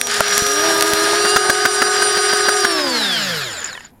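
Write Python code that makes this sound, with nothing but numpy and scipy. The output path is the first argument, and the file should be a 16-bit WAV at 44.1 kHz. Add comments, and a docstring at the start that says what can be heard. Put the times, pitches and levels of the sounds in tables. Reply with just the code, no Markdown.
"""A small quadcopter ploughs into a bush, heard from the camera on its own frame.
The motors whine at full throttle as twigs snap and the frame crashes in; the knocks overload the mic.
The blades shred leaves and, from 1.25 s, slap a swaying branch that makes the motors waver.
At about 2.7 s the power is cut: the rotors coast down, whistling and rattling, and tick to a stop."""
import sys
import numpy as np
from scipy import signal
from scipy.fft import rfft, irfft, next_fast_len
from scipy.io import wavfile
from scipy.ndimage import uniform_filter1d, map_coordinates

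SR = 44100
rng = np.random.default_rng(int(sys.argv[2]) if len(sys.argv) > 2 else 0)


def unload_wav(signal):
    """Save mono or channel-first audio to the path in sys.argv[1] as 16-bit WAV at rate SR, clipped to [-1, 1]."""
    wavfile.write(
        sys.argv[1],
        SR,
        np.round(np.clip(np.atleast_2d(signal).T, -1, 1) * 32767).astype(np.int16),
    )


N = 176400
T = np.arange(N) / SR
POWER_CUT_S = 2.725

# Shaft speeds of three motors. Each row: time in seconds, speed in Hz.
FAST_SPEED = [(0, 411), (.3, 412), (.34, 404), (.37, 413), (.5, 414), (.56, 406), (.62, 413), (.73, 402),
              (.83, 410), (1.2, 412), (2.55, 412), (2.7, 397), (2.8, 372), (2.9, 333), (3.04, 272),
              (3.21, 208), (3.43, 133), (3.6, 82), (3.75, 43), (3.9, 8)]
SLOW_SPEED = [(0, 255), (.33, 190), (.5, 278), (.66, 329), (.8, 324), (1, 323), (1.13, 337), (1.2, 353),
              (1.35, 369), (2.62, 369), (2.72, 335), (2.9, 260), (3.1, 187), (3.3, 124), (3.5, 68),
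              (3.74, 5)]
THIRD_SPEED = [(0, 290), (.62, 360), (1.1, 358), (1.3, 379), (2.62, 379), (2.9, 290), (3.2, 178), (3.8, 5)]
# Partials of the buzz and of the coasting rotors. Each row: multiple of shaft speed, level in dB.
FAST_PARTIALS = [(1, 1.5), (3, -1.5), (4, -7.5), (9, -9.5), (10, -3.5)]
SLOW_PARTIALS = [(1, 0.5), (2, -1), (3, -6), (4, -9.5)]
THIRD_PARTIALS = [(2, -6.5), (4, -3.5), (20, -6.5)]
FAST_COAST_PARTIALS = [(10, -1), (26, -8), (28, -7.5), (42, -11), (84, 0)]
SLOW_COAST_PARTIALS = [(8, -2), (13, -0.5), (14, -1), (28, -2.5), (49, -4), (84, -5)]
# Fader moves for the pitched layers. Each row: time in seconds, level in dB.
FAST_BUZZ_DB = [(0, -40), (.15, -28), (.3, -24), (.55, -22), (1.3, -20), (1.5, -23), (2.65, -22.5),
                (2.9, -27), (3.1, -35), (3.32, -29), (3.55, -41.5), (3.9, -72)]
SLOW_BUZZ_DB = [(0, -41.5), (.45, -35.5), (.65, -23.5), (1.1, -26.5), (1.3, -24.5), (2.65, -26), (2.8, -24),
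                (3.1, -32.5), (3.4, -42.5), (3.7, -55)]
THIRD_BUZZ_DB = [(0, -80), (1.1, -42), (1.35, -25), (2.6, -27), (2.8, -43), (3.8, -77.5)]
FAST_WHINE_DB = [(0, -32), (.06, -20.5), (.1, -31), (.2, -30), (.28, -19), (.6, -19.5), (.8, -26),
                 (1.3, -26), (2.6, -24.5), (2.9, -21.5), (3.15, -19), (3.3, -36.5), (3.6, -62), (3.9, -70)]
SLOW_WHINE_DB = [(0, -42), (1.1, -37), (1.2, -28), (1.3, -21.5), (1.45, -29), (2.6, -27.5), (2.85, -37),
                 (3.7, -70)]
SWITCHING_DB = [(0, -41), (.6, -34), (1.3, -27.5), (2.1, -25), (2.7, -25.5)]
BLADE_DB = [(0, -41), (.5, -31), (.6, -39), (2.7, -40), (3.6, -72.5)]
COAST_DB = [(2.6, -52), (2.85, -43), (3.2, -34), (3.45, -33.5), (3.68, -39.5), (3.77, -44), (3.87, -62)]
# The fourth motor's whine. Each row: time in seconds, pitch in Hz, level in dB.
FOURTH_WHINE = [(1.05, 2620, -60), (1.23, 2756, -29), (1.345, 2840, -22.5), (1.38, 2876, -35),
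                (2.6, 2872, -40), (2.8, 2410, -77)]
# Fader moves for the noisy layers. Each row: time in seconds, level in dB.
RASP_LOW_DB = [(0, -39), (.3, -27), (.52, -38), (.64, -24.5), (.8, -27.5), (1.3, -29), (2.6, -36),
               (3, -29.5), (3.4, -44.5), (3.7, -44), (3.9, -59)]
RASP_MID_DB = [(0, -34), (.05, -34), (.11, -20), (.33, -14.5), (.5, -21.5), (.7, -18.5), (1.33, -20.5),
               (1.42, -21.5), (2.3, -20.5), (2.7, -21), (3.2, -22.5), (3.5, -30.5), (3.68, -32), (3.8, -43),
               (3.87, -45), (3.93, -71.5)]
RASP_HIGH_DB = [(0, -36), (.05, -31), (.12, -26.5), (.25, -26.5), (.35, -20), (.5, -25.5), (.9, -26),
                (1.35, -27.5), (1.45, -28.5), (2.6, -29), (3, -33), (3.4, -34.5), (3.7, -44.5), (3.87, -57),
                (3.93, -72)]
FIZZ_DB = [(0, -49), (.4, -38), (.95, -33), (1.4, -54), (2.6, -45), (3.3, -39), (3.9, -65.5)]
BEARING_DB = [(2.9, -63), (3.2, -38), (3.42, -38), (3.5, -37), (3.63, -30.5), (3.76, -44.5), (3.87, -44),
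              (3.92, -80)]
# Rasp that repeats with each turn. Each row: time in seconds, level in dB against the random part.
REPEAT_DB = [(0, -8), (2.6, -5), (2.9, 1), (3.25, 2), (3.55, -6)]
# Cue lists for the hits. Each row: start in seconds, level in dB.
BRANCH_SLAPS = [(1.25, -14), (1.362, -1.5), (1.497, -3), (1.653, -3.5), (1.819, -6.5), (2.02, -13.5),
                (2.17, -14), (2.329, -12.5), (2.485, -8.5), (2.647, -8.5)]
TWIG_SNAPS = [(0.0137, -3), (.071, -11), (0.206, 2), (0.282, -10.5), (0.379, 2), (0.391, -11.5), (.466, -7),
              (.809, -4), (.824, 1.5), (0.935, -6)]
STEM_BUMPS = [(0.422, -15.5), (0.934, -19.5)]
LAST_TICKS = [(3.656, -22), (3.69, -25.5), (3.729, -24), (3.752, -20.5), (3.777, -21), (3.807, -25),
              (3.847, -31.5)]
# How the hits ring. Each row: pitch in Hz, level in dB, seconds to fall by 60 dB.
FRAME_MODES = [(271, -9.5, 0.022), (708, -5, 0.017), (1306, 5, 0.0046), (1516, 3, 0.018), (1745, 0, 0.0089),
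               (4700, -21, 0.0081)]
BUMP_MODES = [(103, -16, 0.082), (162, -6, 0.017), (224, 6, 0.014)]
TICK_MODES = [(1070, -8, 0.031), (1700, -6, 0.06), (1850, -5.5, 0.026), (2570, -7.5, 0.021),
              (6900, -22, .03)]
# Resonances of the arms and frame, then each layer's EQ. Each row: frequency in Hz, gain in dB.
ARM_EQ = [(40, -26), (130, -3.5), (410, -2), (490, 1), (640, 0), (730, -3), (1480, 0.5), (1630, 3.5),
          (1800, -1), (6800, -8), (7450, 2), (7900, -10.5)]
FRAME_EQ = [(250, -17), (500, -2.5), (1000, -13), (1350, -5), (1600, 3), (2200, -4.5), (3100, 3),
            (5000, 5.5), (6100, -5.5), (7200, 7), (8500, -14), (12200, -5.5), (15000, -27)]
RASP_LOW_EQ = [(25, -32), (80, -10), (240, -7), (420, -3), (650, 2), (900, 3.5), (1300, -18.5),
               (3000, -61.5)]
RASP_MID_EQ = [(300, -49.5), (800, -18.5), (1200, -3.5), (1620, 4.5), (1950, -1), (2500, -6.5), (3300, -4),
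               (3900, -5), (5200, -2.5), (5900, -18), (7500, -41)]
RASP_HIGH_EQ = [(3000, -19), (5500, -2), (6400, -0.5), (7200, 4), (8200, -3), (9800, 2), (11000, -11),
                (13000, -11.5), (15800, -30.5)]
FIZZ_EQ = [(7000, -29), (10500, 0.5), (12200, 4), (15800, -10)]
SLAP_EQ = [(140, -14.5), (235, -1), (5000, 0), (15000, -14.5)]
SNAP_EQ = [(200, -2.5), (1500, 7), (4500, 6), (7000, 6), (11500, 4.5), (16000, -18)]
AIR_EQ = [(110, -0.5), (250, -1), (700, -25), (1700, -21.5), (15000, -56)]


def amp(db):
    return 10 ** (np.asarray(db) / 20)


def unit(x):
    return x / np.sqrt(np.mean(x ** 2) + 1e-20)


def curve(rows):
    return np.interp(T, *np.transpose(rows))


def angle(hz):
    return 2 * np.pi * np.cumsum(hz) / SR


def wobble(rate):
    """Smooth random drift with `rate` knots a second."""
    coarse = T[::10]
    knots = rng.standard_normal(int(N * rate / SR) + 4)
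    return np.interp(T, coarse, map_coordinates(knots, [coarse * rate]))


def filtered(x, response):
    size = next_fast_len(N + 8192)
    return irfft(rfft(x, size) * response(np.fft.rfftfreq(size, 1 / SR)), size)[..., :N]


def eq(x, points):
    freqs, db = np.transpose(points)
    return filtered(x, lambda hz: amp(np.interp(np.log(hz + 1), np.log(freqs), db)))


def add(track, start_s, sound):
    part = track[int(start_s * SR):][:len(sound)]
    part += sound[:len(part)]


def tone(shaft, order, rough):
    """One multiple of the shaft speed, with a rough edge."""
    phase = order * shaft + rng.uniform(0, 2 * np.pi)
    return unit((1 + rough * wobble(70)) * np.cos(phase) + rough * wobble(110) * np.sin(phase))


def shafts():
    """Shaft angles: the controller hunts; as the branch sways, one rotor slows and another speeds up."""
    phase, caught = branch_sway()
    powered = np.clip((POWER_CUT_S - T) * 10, .15, 1)
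    hunting = 0.0061 * np.sin(angle(24 + 4 * wobble(2.8))) + 0.00186 * wobble(20)
    fast = curve(FAST_SPEED) * (1 + powered * hunting + 0.0039 * caught * np.sin(phase))
    slow = curve(SLOW_SPEED) * (1 + 0.0016 * wobble(25) - 0.0092 * caught * np.cos(phase))
    third = curve(THIRD_SPEED) * (1 + .003 * wobble(14) + 0.0187 * caught * np.cos(phase))
    return angle(fast), angle(slow), angle(third)


def motor_buzz(shaft, partials, fader, rough):
    """An unbalanced rotor and its blades buzz; the higher partials are rougher."""
    return amp(curve(fader)) * sum(amp(db) * tone(shaft, k, rough * np.sqrt(k)) for k, db in partials)


def magnetic_whine(fast, slow):
    """The magnets of three motors sing; the slow motor swells and dips with the branch."""
    phase, caught = branch_sway()
    swell_db = 5 * caught * np.tanh(2 * np.cos(phase) + 1)
    whine = amp(curve(FAST_WHINE_DB) + 0.9 * wobble(40)) * tone(fast, order=14, rough=0.096)
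    whine += amp(curve(SLOW_WHINE_DB) + swell_db) * tone(slow, order=13, rough=.1)
    times, hz, db = np.transpose(FOURTH_WHINE)
    return whine + amp(np.interp(T, times, db)) * tone(angle(np.interp(T, times, hz)), 1, rough=.3)


def switching_tone(slow, pitch_hz=9125):
    """The speed controller's thin whistle: it pushes after each slap and dies with the power."""
    phase, caught = branch_sway()
    whistle = unit(np.sin(2 * np.pi * pitch_hz * T) * (1 + 0.36 * np.cos(slow) + 0.37 * np.cos(2 * slow)))
    surge = np.tanh(4 * (np.sin(phase - .5) + .5))
    level_db = curve(SWITCHING_DB) + 4 * caught * (surge - 1) + 2.3 * wobble(16)
    return whistle * amp(level_db) * (T < POWER_CUT_S)


def coasting(fast, slow, shudder_rad=.02, flare_db=3.5):
    """Tones of the shuddering, unpowered rotors flare as they fall through the frame's resonances."""
    whistles = np.zeros(N)
    for shaft, partials in ((fast, FAST_COAST_PARTIALS), (slow, SLOW_COAST_PARTIALS)):
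        shaky = shaft + shudder_rad * wobble(160)
        for order, db in partials:
            level = amp(db + flare_db * np.tanh(wobble(18)))
            below_nyquist = order * np.gradient(shaft) < np.pi
            whistles += level * tone(shaky, order, rough=0.41) * below_nyquist
    return amp(curve(COAST_DB)) * eq(whistles, FRAME_EQ)


def scrape(rotors, depth, grit_db):
    """Noise that swells once a turn of each rotor, in uneven grains."""
    noise = np.zeros(N)
    for shaft in rotors:
        swell = np.exp(depth * np.cos(shaft + rng.uniform(0, 2 * np.pi)))
        noise += swell * amp(grit_db * wobble(900)) * rng.standard_normal(N)
    return unit(noise)


def grind(shaft, count=50):
    """The rotor runs over the same rough track every turn: a dense stack of harmonics."""
    harmonics = np.exp(2j * np.pi * rng.random(count)) * amp(4.5 * rng.standard_normal(count))
    track = irfft(np.r_[0, harmonics], 2048)
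    turns = (shaft + 0.023 * wobble(120)) / (2 * np.pi)
    return unit(np.interp(turns % 1, np.linspace(0, 1, len(track)), track))


def rasp(rotors):
    """Blades shred leaves and bearings grind through the frame, in three flickering bands."""
    repeat = amp(curve(REPEAT_DB))
    grinding = unit(sum(grind(shaft) * amp(1.1 * wobble(25.3)) for shaft in rotors))

    def with_grind(noise):
        return (noise + repeat * grinding) / np.sqrt(1 + repeat ** 2)

    low = unit(eq(scrape(rotors, depth=0.43, grit_db=6), RASP_LOW_EQ))
    low *= amp(curve(RASP_LOW_DB) + 2.4 * wobble(30.03))
    mid = unit(eq(with_grind(scrape(rotors, depth=0.68, grit_db=2)), RASP_MID_EQ))
    mid *= amp(curve(RASP_MID_DB) + 1.3 * wobble(40))
    high = unit(eq(with_grind(scrape(rotors, depth=0.86, grit_db=5)), RASP_HIGH_EQ))
    high *= amp(curve(RASP_HIGH_DB) + 1.5 * wobble(30))
    return low + mid + high


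def branch_sway():
    """The branch's phase, one cycle from slap to slap, and a soft gate while the craft hangs in it."""
    times = np.array([start for start, _ in BRANCH_SLAPS[2:]])
    phase = 2 * np.pi * np.interp(T, times, np.arange(len(times)))
    caught = uniform_filter1d(1. * ((T > times[0]) & (T < times[-1])), SR // 20)
    return phase, caught


def knock(modes, crack_db):
    """One blow: damped modes, tuned a little differently each time, and a brief crack."""
    t = T[:SR // 10]
    body = np.zeros(len(t))
    for hz, db, t60 in modes:
        decay = amp(db + rng.normal(0, 0.79) - 60 * t / t60)
        body += decay * np.sin(2 * np.pi * hz * (1 + 0.074 * rng.normal()) * t)
    return body + amp(crack_db - 60 * t / 0.026) * rng.standard_normal(len(t))


def crash(start_s=.206, dull_hz=876):
    """The whole frame hits the bush: one hard blow, dulled by the soft contact."""
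    blow = np.zeros(N)
    add(blow, start_s, amp(8) * knock(FRAME_MODES, crack_db=-7.5))
    return filtered(blow, lambda hz: 1 / (1 + .5j * hz / dull_hz - (hz / dull_hz) ** 2))


def contacts(blade_gap_s=.0028):
    """The frame bumps stems, three blades in a row slap the branch, and a rotor ticks to rest."""
    blows, bumps = np.zeros(N), np.zeros(N)
    for start, db in BRANCH_SLAPS:
        for blade in range(3):
            onset = start + blade * blade_gap_s * rng.uniform(.8, 1.3)
            add(blows, onset, (-1) ** blade * amp(db) * knock(FRAME_MODES, crack_db=0.5))
    for start, db in STEM_BUMPS:
        add(bumps, start, amp(db) * knock(BUMP_MODES, crack_db=-2))
    for start, db in LAST_TICKS:
        add(blows, start, amp(db) * knock(TICK_MODES, crack_db=-18))
    return eq(blows, SLAP_EQ) + bumps


def twigs(t60=0.0091):
    """Each twig breaks with a short, bright burst of noise."""
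    snaps, t = np.zeros(N), T[:SR // 20]
    for start, db in TWIG_SNAPS:
        add(snaps, start, amp(db - 60 * t / t60) * rng.standard_normal(len(t)))
    return eq(snaps, SNAP_EQ)


def dry_bearing(shaft, ring_hz=6980, width_hz=145):
    """A dry bearing scrapes and rings as its rotor winds down."""
    friction = scrape([shaft], depth=0.95, grit_db=8)
    ringing = filtered(friction, lambda hz: (1 + 1j * (hz - ring_hz) / width_hz) ** -2)
    return unit(ringing) * amp(curve(BEARING_DB) + 4 * wobble(35))


def fizz(rotors):
    """A fine sizzle on top of the rasp, pulsing with the rotors."""
    return unit(eq(scrape(rotors, depth=.8, grit_db=3), FIZZ_EQ)) * amp(curve(FIZZ_DB))


def blade_tone(shaft):
    """A faint, rough note from one rotor's blades."""
    return amp(curve(BLADE_DB)) * tone(shaft, order=1.7, rough=0.25)


def air():
    """A quiet, steady bed of dark noise."""
    return amp(-50) * unit(eq(rng.standard_normal(N), AIR_EQ))


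def scene():
    """Everything reaches one microphone through the frame."""
    rotors = fast, slow, third = shafts()
    buzz = motor_buzz(fast, FAST_PARTIALS, FAST_BUZZ_DB, rough=0.13)
    buzz += motor_buzz(slow, SLOW_PARTIALS, SLOW_BUZZ_DB, rough=0.22)
    buzz += motor_buzz(third, THIRD_PARTIALS, THIRD_BUZZ_DB, rough=0.22)
    mono = eq(buzz, ARM_EQ) + blade_tone(fast) + air()
    mono += magnetic_whine(fast, slow) + switching_tone(slow) + coasting(fast, slow)
    mono += rasp(rotors) + dry_bearing(fast) + fizz(rotors)
    mono += contacts() + twigs() + crash()
    return np.array([mono, mono])


def record(dry):
    """Overloads duck the gain for a moment and clip softly; the top is cut off."""
    threshold, release_s, max_duck_db, ceiling, top_hz = .7, .12, 4, .76, 15900
    overload = np.maximum(np.abs(dry[0]) - threshold, 0)
    duck = signal.lfilter([1 / SR], [1, -np.exp(-1 / (SR * release_s))], overload) * 1200
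    ducked = dry * amp(-max_duck_db * np.tanh(duck / max_duck_db))
    clipped = ducked / (1 + np.abs(ducked / ceiling) ** 6) ** (1 / 6)
    return filtered(amp(-1) * clipped, lambda hz: hz < top_hz)


dry = scene()
out = record(dry)
unload_wav(out)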